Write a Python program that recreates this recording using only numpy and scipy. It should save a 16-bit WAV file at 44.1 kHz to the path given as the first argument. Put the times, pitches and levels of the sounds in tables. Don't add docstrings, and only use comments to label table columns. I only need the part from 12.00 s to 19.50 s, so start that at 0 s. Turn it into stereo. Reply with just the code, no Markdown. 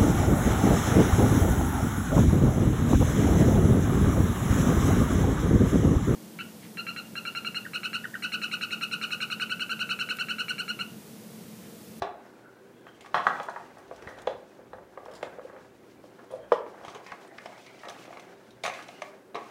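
import sys
import numpy as np
from scipy import signal
from scipy.fft import rfft, irfft, next_fast_len
from scipy.io import wavfile
from scipy.ndimage import map_coordinates

SR = 44100
rng = np.random.default_rng(int(sys.argv[2]) if len(sys.argv) > 2 else 0)


def dump(signal):
    limited = np.clip(np.atleast_2d(signal).T, -1, 1)
    pcm = np.round(limited * 32767).astype(np.int16)
    wavfile.write(sys.argv[1], SR, pcm)


N = 330750


def amp(db):
    return 10 ** (np.asarray(db) / 20)


def unit(x):
    return x / np.sqrt(np.mean(x ** 2) + 1e-20)


def along(points, hz):
    f, v = np.transpose(points)
    return np.interp(np.log(hz + 1), np.log(f + 1), v)


def curves(rows):
    s, *cols = np.transpose(rows)
    return [np.interp(np.arange(N) / SR, s, c) for c in cols]


def wobble(rate):
    return map_coordinates(rng.standard_normal(int(N * rate / SR) + 4), [np.arange(N) * rate / SR])


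def filtered(x, response):
    n = x.shape[-1]
    m = next_fast_len(n + 8192)
    return irfft(rfft(x, m) * response(np.fft.rfftfreq(m, 1 / SR)), m)[..., :n]


def stereo_noise(spectrum, coherence, grain=1):
    def response(hz):
        angle = np.arccos(np.clip(along(coherence, hz), -1, 1)) / 2
        return amp(along(spectrum, hz)) * [np.cos(angle), np.sin(angle)]
    mid, side = filtered(grain * rng.standard_normal((2, N)), response)
    return unit(np.array([mid + side, mid - side]))


# (frequency [Hz], level [dB])
HUM_TONES = [(119.5, -68), (395, -63.5)]
# (time [s], level [dB])
RUMBLE_LEVELS = [(0.0, -80), (0.04, -64), (0.23, -74), (0.88, -74), (1.27, -63), (1.38, -73), (2.36, -59),
                 (2.53, -80), (2.76, -57), (2.9, -74), (3.13, -62), (4.22, -73.5), (4.43, -65), (5.43, -82),
                 (6.5, -70), (7.5, -82)]
# (frequency [Hz], spectral density [dB])
AIR_SPECTRUM = [(35, -56), (60, -40), (149, -12), (227, -6.5), (281, -7.5), (398, -3.5), (427, -14.5),
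                (469, -8), (732, -20.5), (1440, -22), (2470, -31), (3340, -34), (3940, -35), (5090, -37.5),
                (16000, -43)]
# (frequency [Hz], coherence [ratio])
AIR_COHERENCE = [(60, 0.85), (150, 0.64), (500, 0.9), (1600, 0.14), (5000, 0.064), (8000, 0.7),
                 (11000, .998)]
def kitchen(air_db=-55):
    t = np.arange(N) / SR
    hum = sum(amp(db + 2.8 * wobble(7.3)) * np.sin(2 * np.pi * hz * t + 0.51 * wobble(7.2))
              for hz, db in HUM_TONES)
    bass = [(25, -70), (36, -20), (48, 0), (65, -7), (80, -13), (105, -8), (140, -25), (220, -80)]
    rumble = stereo_noise(bass, coherence=[(50, .98)])
    air = amp(air_db + 0.8 * wobble(4.05)) * stereo_noise(AIR_SPECTRUM, AIR_COHERENCE)
    return air + hum + amp(curves(RUMBLE_LEVELS)[0] + 0.46 * wobble(2.42)) * rumble


# (time [s], level [dB], time to fall 20 dB [s], frequency [Hz])
SQUEAKS = [(0.25, -60.5, 0.079, 1500), (0.38, -67, 0.25, 1480), (0.46, -54.5, 0.18, 1450),
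           (0.6, -69, .2, 1550), (0.76, -70.5, 0.23, 3350), (0.8, -64, 0.17, 1600),
           (0.88, -54.5, 0.094, 1545), (0.89, -59.5, 0.073, 3170), (0.955, -67, .06, 3130),
           (1.06, -66, .05, 3430), (1.96, -60, .1, 1500), (2.11, -60, 0.089, 1880), (4.314, -65, .04, 3300),
           (4.43, -66, 0.12, 3200), (6.97, -55, .05, 2860), (5.3, -57, 0.14, 1920)]
def squeaks(rise_s=0.053, width_hz=160):
    t = np.arange(N) / SR
    a, b = (unit(filtered(rng.standard_normal(N), lambda f: np.exp(-(f / width_hz) ** 2)))
            for _ in range(2))
    out = np.zeros(N)
    for s, db, fade_s, hz in SQUEAKS:
        envelope = amp(db - 1.5 - 20 * np.maximum((s - t) / rise_s, (t - s) / fade_s))
        out += envelope * (a * np.sin(2 * np.pi * hz * t) + b * np.cos(2 * np.pi * hz * t))
    return out


def crackle(per_s=1100, centre_hz=4800, octaves=2.6, spread_db=2.5):
    when, pitch, size = rng.random((int(per_s * N / SR), 3)).T
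    hz = np.clip(centre_hz * 2 ** (octaves * (pitch - .5)), 1500, 15000)[:, None]
    k = np.arange(SR // 70)
    strength = amp(-spread_db * np.log(size + .02))[:, None] * (4000 / hz) ** 1.8
    pops = strength * np.hanning(len(k)) * np.sin(2 * np.pi * hz * k / SR)
    samples = (when * N).astype(int)[:, None] + k
    return unit(np.bincount(samples.ravel(), pops.ravel())[:N])


def settling(relative_db=-24, t60=0.36, rise_s=0.018):
    power, t = np.zeros(N + SR), np.arange(SR) / SR
    for s, db, *_ in KNOCKS:
        jostle = amp(db + relative_db - 60 * t / t60) * (1 - np.exp(-t / rise_s))
        power[round(s * SR):][:SR] += jostle ** 2
    return np.sqrt(power[:N])


# (time [s], tumble level [dB], hiss level [dB])
SLIDE_LEVELS = [(0.0, -60, -70), (0.21, -56, -72.5), (0.77, -64, -73), (1.15, -57, -65), (1.33, -69, -57),
                (1.63, -55, -66), (1.86, -55.5, -68.5), (2.21, -49, -64), (2.46, -58.5, -71),
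                (2.86, -60.5, -73.5), (3.26, -50.5, -67), (3.99, -65, -72), (4.55, -52.5, -70.5),
                (4.8, -53, -69.5), (4.89, -47.5, -63), (5.02, -56, -67), (5.09, -54, -60.5),
                (5.33, -55.5, -68.5), (5.58, -55, -60.5), (5.74, -56, -60.5), (5.87, -55, -57.5),
                (6.04, -52.5, -59), (6.25, -55, -65), (6.62, -61, -71.5), (6.72, -67, -56),
                (6.85, -56, -61.5), (6.97, -56, -59.5), (7.08, -54.5, -64.5), (7.2, -58, -71.5),
                (7.33, -63, -74.5), (7.4, -61, -64.5), (7.5, -51, -63)]
# (frequency [Hz], spectral density [dB])
TUMBLE_SPECTRUM = [(60, -38), (130, -6), (200, -4), (400, -4.5), (550, 2.5), (800, 0.5), (1200, -7),
                   (1600, -3.5), (2200, -15.5), (3500, -28.5), (6000, -46)]
# (frequency [Hz], spectral density [dB])
HISS_SPECTRUM = [(1200, -13), (2500, 5), (3500, 3), (6000, 1), (9000, -6), (12000, -12.5), (16000, -14.5)]
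def slide(film_db=-1.5):
    tumble_db, hiss_db = curves(SLIDE_LEVELS)
    lumps = amp(2.5 * wobble(60))
    tumble = stereo_noise(TUMBLE_SPECTRUM, [(100, 0.84), (500, 0.79), (2000, 0.81)], lumps)
    grains = amp(0.63 * wobble(200) + 2.5 * wobble(25))
    hiss = stereo_noise(HISS_SPECTRUM, [(3000, 0.91), (7000, 1.0), (11000, .998)], grains)
    wet_hiss = hiss + amp(film_db) * crackle()
    return np.hypot(amp(tumble_db), settling()) * tumble + amp(hiss_db) * wet_hiss


# (frequency [Hz], reverberation time T60 [s])
ROOM_T60 = [(200, 0.29), (600, 0.48), (2000, 0.39), (5000, 0.44), (12000, 0.062)]
# (frequency [Hz], side over mid amplitude [ratio])
ROOM_WIDTH = [(200, 0.057), (1000, 0.25), (4000, 0.13), (9000, 0.094), (14000, .04)]
def reverberation(sound):
    hz, t, noise = signal.stft(rng.standard_normal((2, SR // 2)), SR, nperseg=256)
    mid, side = noise * amp(-60 * t / along(ROOM_T60, hz)[:, None])
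    side = side * along(ROOM_WIDTH, hz)[:, None]
    tail = signal.istft(np.array([mid + side, mid - side]), SR, nperseg=256)[1]
    delayed = np.pad(sound, (220, 0))
    return signal.fftconvolve(delayed[None], tail / np.linalg.norm(tail[0]), axes=1)


# (frequency [Hz], spectral density [dB])
TICK_SPECTRUM = [(1500, -1.5), (3000, 8), (6000, 1.5), (10000, -6), (13000, -18), (16000, -20)]
# (time [s], peak level [dB], tail T60 [s], lower resonance [Hz], its strength [dB],
# upper resonance [Hz], its strength [dB], tilt [dB/octave])
TICKS = [(0.0203, -31.5, 0.18, 3700, 6.7, 5510, 4.7, -4), (1.0084, -44.5, 0.15, 3190, 3.4, 7020, 2, 3),
         (1.06, -48, 0.13, 3380, 5, 5640, 3, 1), (1.1462, -33, 0.32, 3370, 6.6, 5490, 3.1, 0.5),
         (1.2695, -36, 0.23, 3460, 10, 6340, 3.5, -1), (1.43, -44.5, 0.1, 3470, 4.2, 6390, 2, 8),
         (1.4544, -52, 0.14, 3030, 5, 8560, 4, 9), (1.496, -46, 0.15, 4210, 3.6, 6170, 2, 5),
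         (1.783, -52.5, 0.13, 4700, 4.3, 8600, 2, 8), (1.879, -57, 0.12, 4010, 5, 5660, 6, 0),
         (1.9604, -50, 0.12, 3010, 4.1, 5890, 2, 3), (2.0223, -48.5, 0.14, 3120, 4.1, 5880, 4.3, 3),
         (2.0702, -38.5, 0.072, 3420, 6, 5900, 6, -5.5), (2.089, -50.5, 0.3, 3370, 4.6, 5870, 4, 8),
         (2.1857, -45, 0.074, 3530, 6.9, 6600, 6, -3), (2.2184, -47, 0.065, 3600, 4.5, 6700, 3, 8),
         (2.2704, -36, 0.23, 3420, 6.9, 6400, 3.2, -4), (3.054, -50, 0.2, 2950, 3.6, 5250, 2, 4),
         (3.1128, -50, 0.23, 3030, 4.2, 5280, 2, 4), (3.1363, -47, 0.12, 3690, 4, 5260, 2, 4),
         (3.152, -44, 0.25, 4800, 5.8, 7290, 4, 2.5), (3.2276, -38, 0.19, 3530, 5.6, 7260, 2, -1.5),
         (3.899, -56.5, 0.12, 5010, 4.6, 5330, 3, -3.5), (4.3108, -49, 0.34, 3350, 6, 9600, 6.9, 8),
         (4.5223, -33, 0.25, 3200, 9.4, 5260, 2.1, -1), (4.835, -50, 0.12, 3200, 5, 5630, 7, -4),
         (4.8482, -41, 0.26, 3300, 3.7, 6200, 2, 0.5), (4.882, -39, 0.14, 3460, 5, 6240, 6, -4),
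         (4.8993, -43.5, 0.14, 3420, 5, 6000, 6, -3), (4.9472, -40, 0.17, 3080, 3.8, 6440, 2, -1.5),
         (5.043, -50, 0.18, 4980, 5, 6430, 5.3, -3), (5.0649, -43.5, 0.17, 4970, 5, 5720, 4.3, 0),
         (5.1166, -43.5, 0.11, 4350, 6.5, 5770, 4.8, -3), (5.211, -53, 0.19, 3170, 3.9, 7650, 3, 4),
         (5.275, -54, 0.12, 4110, 4.3, 8570, 13, 4), (5.3812, -41.5, 0.056, 3540, 7.2, 5100, 10, -4),
         (5.457, -40, 0.086, 3060, 5.4, 5370, 6, -2), (5.578, -48, 0.16, 3400, 4.1, 5310, 2, -2),
         (5.664, -44, 0.062, 4250, 7.2, 5960, 5.4, -2), (5.791, -47, 0.068, 3480, 5, 5690, 6, -3),
         (5.852, -47, 0.069, 3480, 5, 6070, 8, 0), (5.8843, -35, 0.11, 3510, 8.4, 5200, 3.3, 0),
         (5.8968, -38.5, 0.078, 3670, 5, 6000, 5.4, 5), (6.0544, -51, 0.14, 3480, 5, 5960, 6, 3),
         (6.172, -51, 0.12, 4130, 5, 5650, 6, -2), (6.1968, -45, 0.091, 4090, 5, 6050, 5, 2.5),
         (6.506, -48.5, 0.13, 3820, 10, 5900, 5.6, 1), (6.636, -27, 0.18, 3820, 2.7, 6660, 2.8, -0.5),
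         (6.6482, -34, 0.1, 3720, 5, 6700, 3.2, 6), (6.6603, -28, 0.13, 3820, 4.1, 6260, 8.6, 1),
         (6.678, -35.5, 0.28, 3770, 5, 6200, 7, 2), (6.736, -39.5, 0.14, 3650, 5, 6170, 3, -1),
         (6.8242, -43.5, 0.15, 3170, 7.3, 5800, 3.3, 4), (6.8836, -43, 0.06, 3750, 5, 5890, 4.6, 0),
         (6.943, -58, 0.29, 4350, 4.1, 5850, 10, 3), (7.0192, -35.5, 0.072, 2940, 2.9, 6200, 3.4, -1),
         (7.3467, -37, 0.21, 3850, 12, 5920, 4.2, -1.5), (7.3548, -39, 0.11, 3070, 5, 5500, 6, -2)]
def ticks(half_width_hz=260):
    out, t = np.zeros((2, N + SR)), np.arange(SR // 4) / SR
    f = np.fft.rfftfreq(len(t), 1 / SR)
    grain = amp(0.8 * wobble(150))[:N - len(t)]
    for s, db, t60, *resonances, tilt_db in TICKS:
        peaks = sum(amp(peak_db) / (1 + ((f - hz) / half_width_hz) ** 2)
                    for hz, peak_db in np.reshape(resonances, (2, 2)))
        colour = amp(along(TICK_SPECTRUM, f) + tilt_db * np.log2((f + 1) / 5000)) * (1 + peaks)
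        spectra = rfft(rng.standard_normal((2, len(t)))) * colour
        mid, side = irfft(spectra * [np.ones_like(f), along(ROOM_WIDTH, f)], len(t))
        fade = amp(-60 * t / 0.014) + 0.5 * amp(-60 * t / np.clip(t60, .02, .4))
        lumps = grain[rng.integers(len(grain) - len(t)):][:len(t)]
        puff = fade * lumps * (1 - np.exp(-t / 0.00081)) * np.array([mid + side, mid - side])
        peak = 3 * np.std(puff[:, :SR // 100])
        out[:, round(s * SR):][:, :len(t)] += amp(db) * puff / peak
    return out[:, :N]


# (frequency [Hz], level [dB], decay time T60 [s])
BOX_MODES = [(159, -6, 0.054), (187, 5.5, 0.073), (400, -7.5, 0.02), (493, 3.5, 0.036), (555, 1.5, 0.031),
             (640, -10.5, 0.033), (710, 0, 0.054), (820, -1, 0.041), (903, 2.5, 0.016), (988, 1, 0.021),
             (1017, -2, 0.012), (1130, 2.5, 0.03), (1251, -0.5, 0.034), (1410, -4.5, 0.017),
             (1484, 2.5, 0.015), (1671, -3, 0.031), (1792, -7.5, 0.018), (1901, -5, 0.043),
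             (2120, 3, 0.021), (2280, 0, 0.022), (2450, -1, 0.021), (2670, 0.5, 0.015), (3030, -2.5, 0.014),
             (3420, -4, 0.023), (3800, -10.5, 0.016), (4030, -4, 0.023), (4790, -3.5, 0.0082),
             (5300, -8, 0.005), (6240, -8, 0.0087)]
PART_EDGES_HZ = [300, 600, 2010]
WALL_BELOW, WALL_ABOVE, RIM_SLOPE = 9, 7, 16.5
PUSH_MS, AIR_SWELL_MS = 2.21, 4.3
def box_ring(thump_db, dent_db, wall_hz, air_db, air_hz, rim_db, rim_hz):
    hz, db, t60 = np.transpose(BOX_MODES)[:, :, None]
    t = np.arange(SR // 10) / SR
    scatter, detune, phase = rng.standard_normal((3, len(BOX_MODES), 1))
    part = np.searchsorted(PART_EDGES_HZ, hz)
    air, wall, rim = part == 1, part == 2, part == 3
    hz = np.where(air, hz * air_hz / 500, hz)
    softness = 2.16 * np.clip(air_db - 1.5, 0, 15)
    wall_slope = np.where(hz < wall_hz, WALL_BELOW, WALL_ABOVE + softness)
    wall_loss = wall * wall_slope * abs(np.log2(hz / wall_hz))
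    rim_loss = rim * RIM_SLOPE * abs(np.log2(hz / rim_hz))
    level = db - wall_loss - rim_loss + 1.2 * scatter
    phase_spread = .25 + 3 * np.clip(hz / 4000, 0, 1)
    waves = np.sin(2 * np.pi * hz * (1 + .007 * detune) * t + phase_spread * phase)
    swell = np.sin(np.pi / 2 * np.clip(t * 1000 / np.where(air, AIR_SWELL_MS, PUSH_MS), 0, 1)) ** 2
    first_swing = 1 + amp(-5 - 60 * t / 0.024)
    modes = amp(level - 60 * t / t60) * first_swing * waves * swell
    dent = amp(dent_db - 60 * t / 0.01) * np.sin(2 * np.pi * wall_hz * t)
    modes[np.argmin(abs(hz - wall_hz))] += dent * swell[-1]
    parts = np.array([modes[part[:, 0] == k].sum(axis=0) for k in range(4)])
    parts /= abs(parts).max(axis=1, keepdims=True)
    thump, *body = parts * amp([[thump_db], [air_db], [0], [rim_db]])
    radiation = signal.butter(3, 300, "highpass", fs=SR, output="sos")
    return thump * (1 - np.exp(-t / 0.00063)) + signal.sosfilt(radiation, sum(body))


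# (time [s], wall level [dB], loudest wall pitch [Hz], cavity re walls [dB],
# cavity pitch [Hz], rim re walls [dB], loudest rim pitch [Hz], room re direct sound [dB])
KNOCKS = [(0.02, -18, 757, -9.5, 400, -12.5, 3530, -3.5), (0.867, -37, 1270, -16, 406, -9, 2730, -7.5),
          (1.006, -55, 681, -18, 395, 7, 2730, 4), (1.046, -40.5, 1160, -8, 466, -16, 2390, -3),
          (1.06, -37.5, 1290, -21, 388, -6, 2150, -13), (1.143, -8.5, 1055, -33, 640, -15, 3430, -1),
          (1.267, -6, 1130, -47, 516, -20, 3430, -7), (1.355, -27.5, 940, -28, 615, -28, 2100, -1),
          (1.399, -19.5, 995, -13.5, 550, -13.5, 3420, -7), (1.485, -21, 930, -35, 570, -25, 3420, -7),
          (1.561, -28, 920, -50, 649, -18, 2080, -3.5), (1.77, -38, 690, -18, 640, -28, 2250, 1),
          (1.911, -31, 690, 2.5, 523, -19, 2520, -8.5), (2.022, -40.5, 1510, 2.5, 373, -6, 2170, -7),
          (2.073, -29.5, 1880, -7, 537, -16, 3500, -3.5), (2.272, -16.5, 786, 1, 525, -12, 3410, -9),
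          (2.59, -47, 807, 9.5, 515, -21, 2280, -6), (2.732, -29.5, 820, -1, 520, -20.5, 3390, -8),
          (2.783, -39.5, 754, 2, 527, -27, 2360, -7), (2.974, -32, 795, -1, 550, -16, 2140, -8),
          (3.031, -43, 770, 2.5, 416, -22, 2200, -8), (3.06, -33, 930, -9, 458, -23, 2260, -18),
          (3.082, -39, 885, 4, 544, -12, 2140, -1), (3.228, -23.5, 800, 1, 525, -7.5, 2110, -10),
          (3.271, -41, 800, -14, 530, -20, 2190, -10), (3.384, -42, 750, 11, 490, -25, 2050, -8),
          (3.393, -36.5, 1290, -0.5, 554, -34, 2050, -8.5), (3.448, -45.5, 783, 12.5, 513, -23, 2180, -25),
          (3.497, -39.5, 1240, -1.5, 475, -31, 2270, -5), (3.531, -48.5, 806, 6.5, 552, -18, 2240, 2.5),
          (3.563, -40.5, 1320, -3, 553, -10.5, 2050, -4), (4.039, -46, 1070, 4.5, 547, -24.5, 2090, -5),
          (4.191, -41.5, 1130, -2, 400, -17, 2540, -1.5), (4.305, -38, 744, 2.5, 536, -19, 3260, 4.5),
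          (4.336, -40.5, 713, 15.5, 550, -22, 2160, -6), (4.519, -11.5, 1060, 4.5, 500, -19.5, 2290, -10),
          (4.663, -36.5, 850, 3.5, 400, -12, 2130, -3.5), (4.741, -39.5, 800, 2.5, 525, -27, 2190, -16),
          (4.811, -38, 707, -16, 640, -27, 2500, -4), (4.849, -32.5, 750, -29, 650, -11, 2120, -2),
          (4.88, -32.5, 1140, -17, 426, -11, 2520, -4), (4.948, -38, 745, -1, 430, -5.5, 2290, 1),
          (5.063, -37.5, 1630, -18, 400, -3.5, 2190, 0), (5.119, -28, 1240, -27, 497, -7, 2160, -9.5),
          (5.248, -39, 714, -23, 404, -31, 2450, -17), (5.32, -48.5, 713, 4, 680, -22, 2050, -5),
          (5.384, -33.5, 1670, -12, 460, -3, 2080, -7), (5.458, -30.5, 710, -6.5, 657, -9, 2170, -8),
          (5.521, -40.5, 728, -41, 650, -8, 2130, 3), (5.663, -49, 750, -1, 555, 3.5, 2230, 2.5),
          (5.833, -34.5, 1300, -30, 640, -17, 2060, 0.5), (5.851, -43, 755, 4, 520, -1, 2180, -9),
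          (5.872, -34.5, 700, 1, 543, -23, 2210, -7), (5.886, -36.5, 786, -28, 616, -11, 3480, -3),
          (5.901, -33.5, 770, -29, 543, -8, 2180, -23), (5.963, -41, 1200, -12, 610, -17, 2100, -9),
          (6.053, -44, 738, -13, 540, 1, 2270, -16), (6.077, -40.5, 681, 3, 530, -13, 3540, -6),
          (6.105, -42.5, 681, 1, 645, -14, 2180, -7), (6.127, -35, 750, -23, 660, -9, 2180, -4.5),
          (6.17, -37, 1120, -2.5, 514, -1.5, 2180, -6.5), (6.195, -47.5, 721, -20, 640, 6, 2240, -4),
          (6.638, -26, 664, -4.5, 577, 0.5, 2430, -4.5), (6.65, -23, 1600, -26, 640, -4, 2420, -3.5),
          (6.661, -28, 1160, -5, 560, 7.5, 2440, -7.5), (6.678, -25.5, 1140, -1, 560, -4.5, 2400, -8),
          (6.698, -29, 760, -7, 570, -6, 2400, -4.5), (6.736, -44, 1780, -30, 553, 7, 2200, 5),
          (6.759, -45, 1940, -24, 640, 1, 2360, 2), (6.79, -33, 1200, -20, 595, -10, 2300, -3),
          (6.887, -39, 720, -8, 630, 0.5, 2440, -8), (7.019, -27.5, 1120, -1.5, 640, -2, 2220, -7.5),
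          (7.344, -30.5, 740, -3, 382, -11, 2320, 2), (7.353, -24, 1040, -10, 366, -10, 2250, -4.5)]
def knocks(pan_db=-1):
    out = np.zeros((2, N + SR))
    for s, db, *timbre, room_db in KNOCKS:
        thump_db = -31 - 0.14 * db
        dent_db = 10 + 0.16 * (db + 21)
        blow = amp(db) * box_ring(thump_db, dent_db, *timbre)
        sound = amp(room_db) * reverberation(blow)
        sound[:, :len(blow)] += blow * amp([[pan_db / 2], [-pan_db / 2]])
        out[:, round(s * SR):][:, :sound.shape[1]] += sound
    return out[:, :N]


def scene():
    return knocks() + ticks() + slide() + squeaks() + kitchen()


# (frequency [Hz], gain [dB])
LOW_CUT = [(15, -53), (30, -25), (45, -16.5), (70, 0)]
# (frequency [Hz], left minus right [dB])
PORT_IMBALANCE = [(30, 4.5), (250, 0.3), (600, .6), (1000, -0.5), (5000, -0.8), (9000, -0.8), (12000, 0.5)]
def record(dry, top_hz=15830):
    def response(hz):
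        gain_db = along(LOW_CUT, hz) + [[.5], [-.5]] * along(PORT_IMBALANCE, hz)
        return amp(gain_db) * (hz < top_hz)
    return filtered(dry, response)


dry = scene()
out = record(dry)
dump(out)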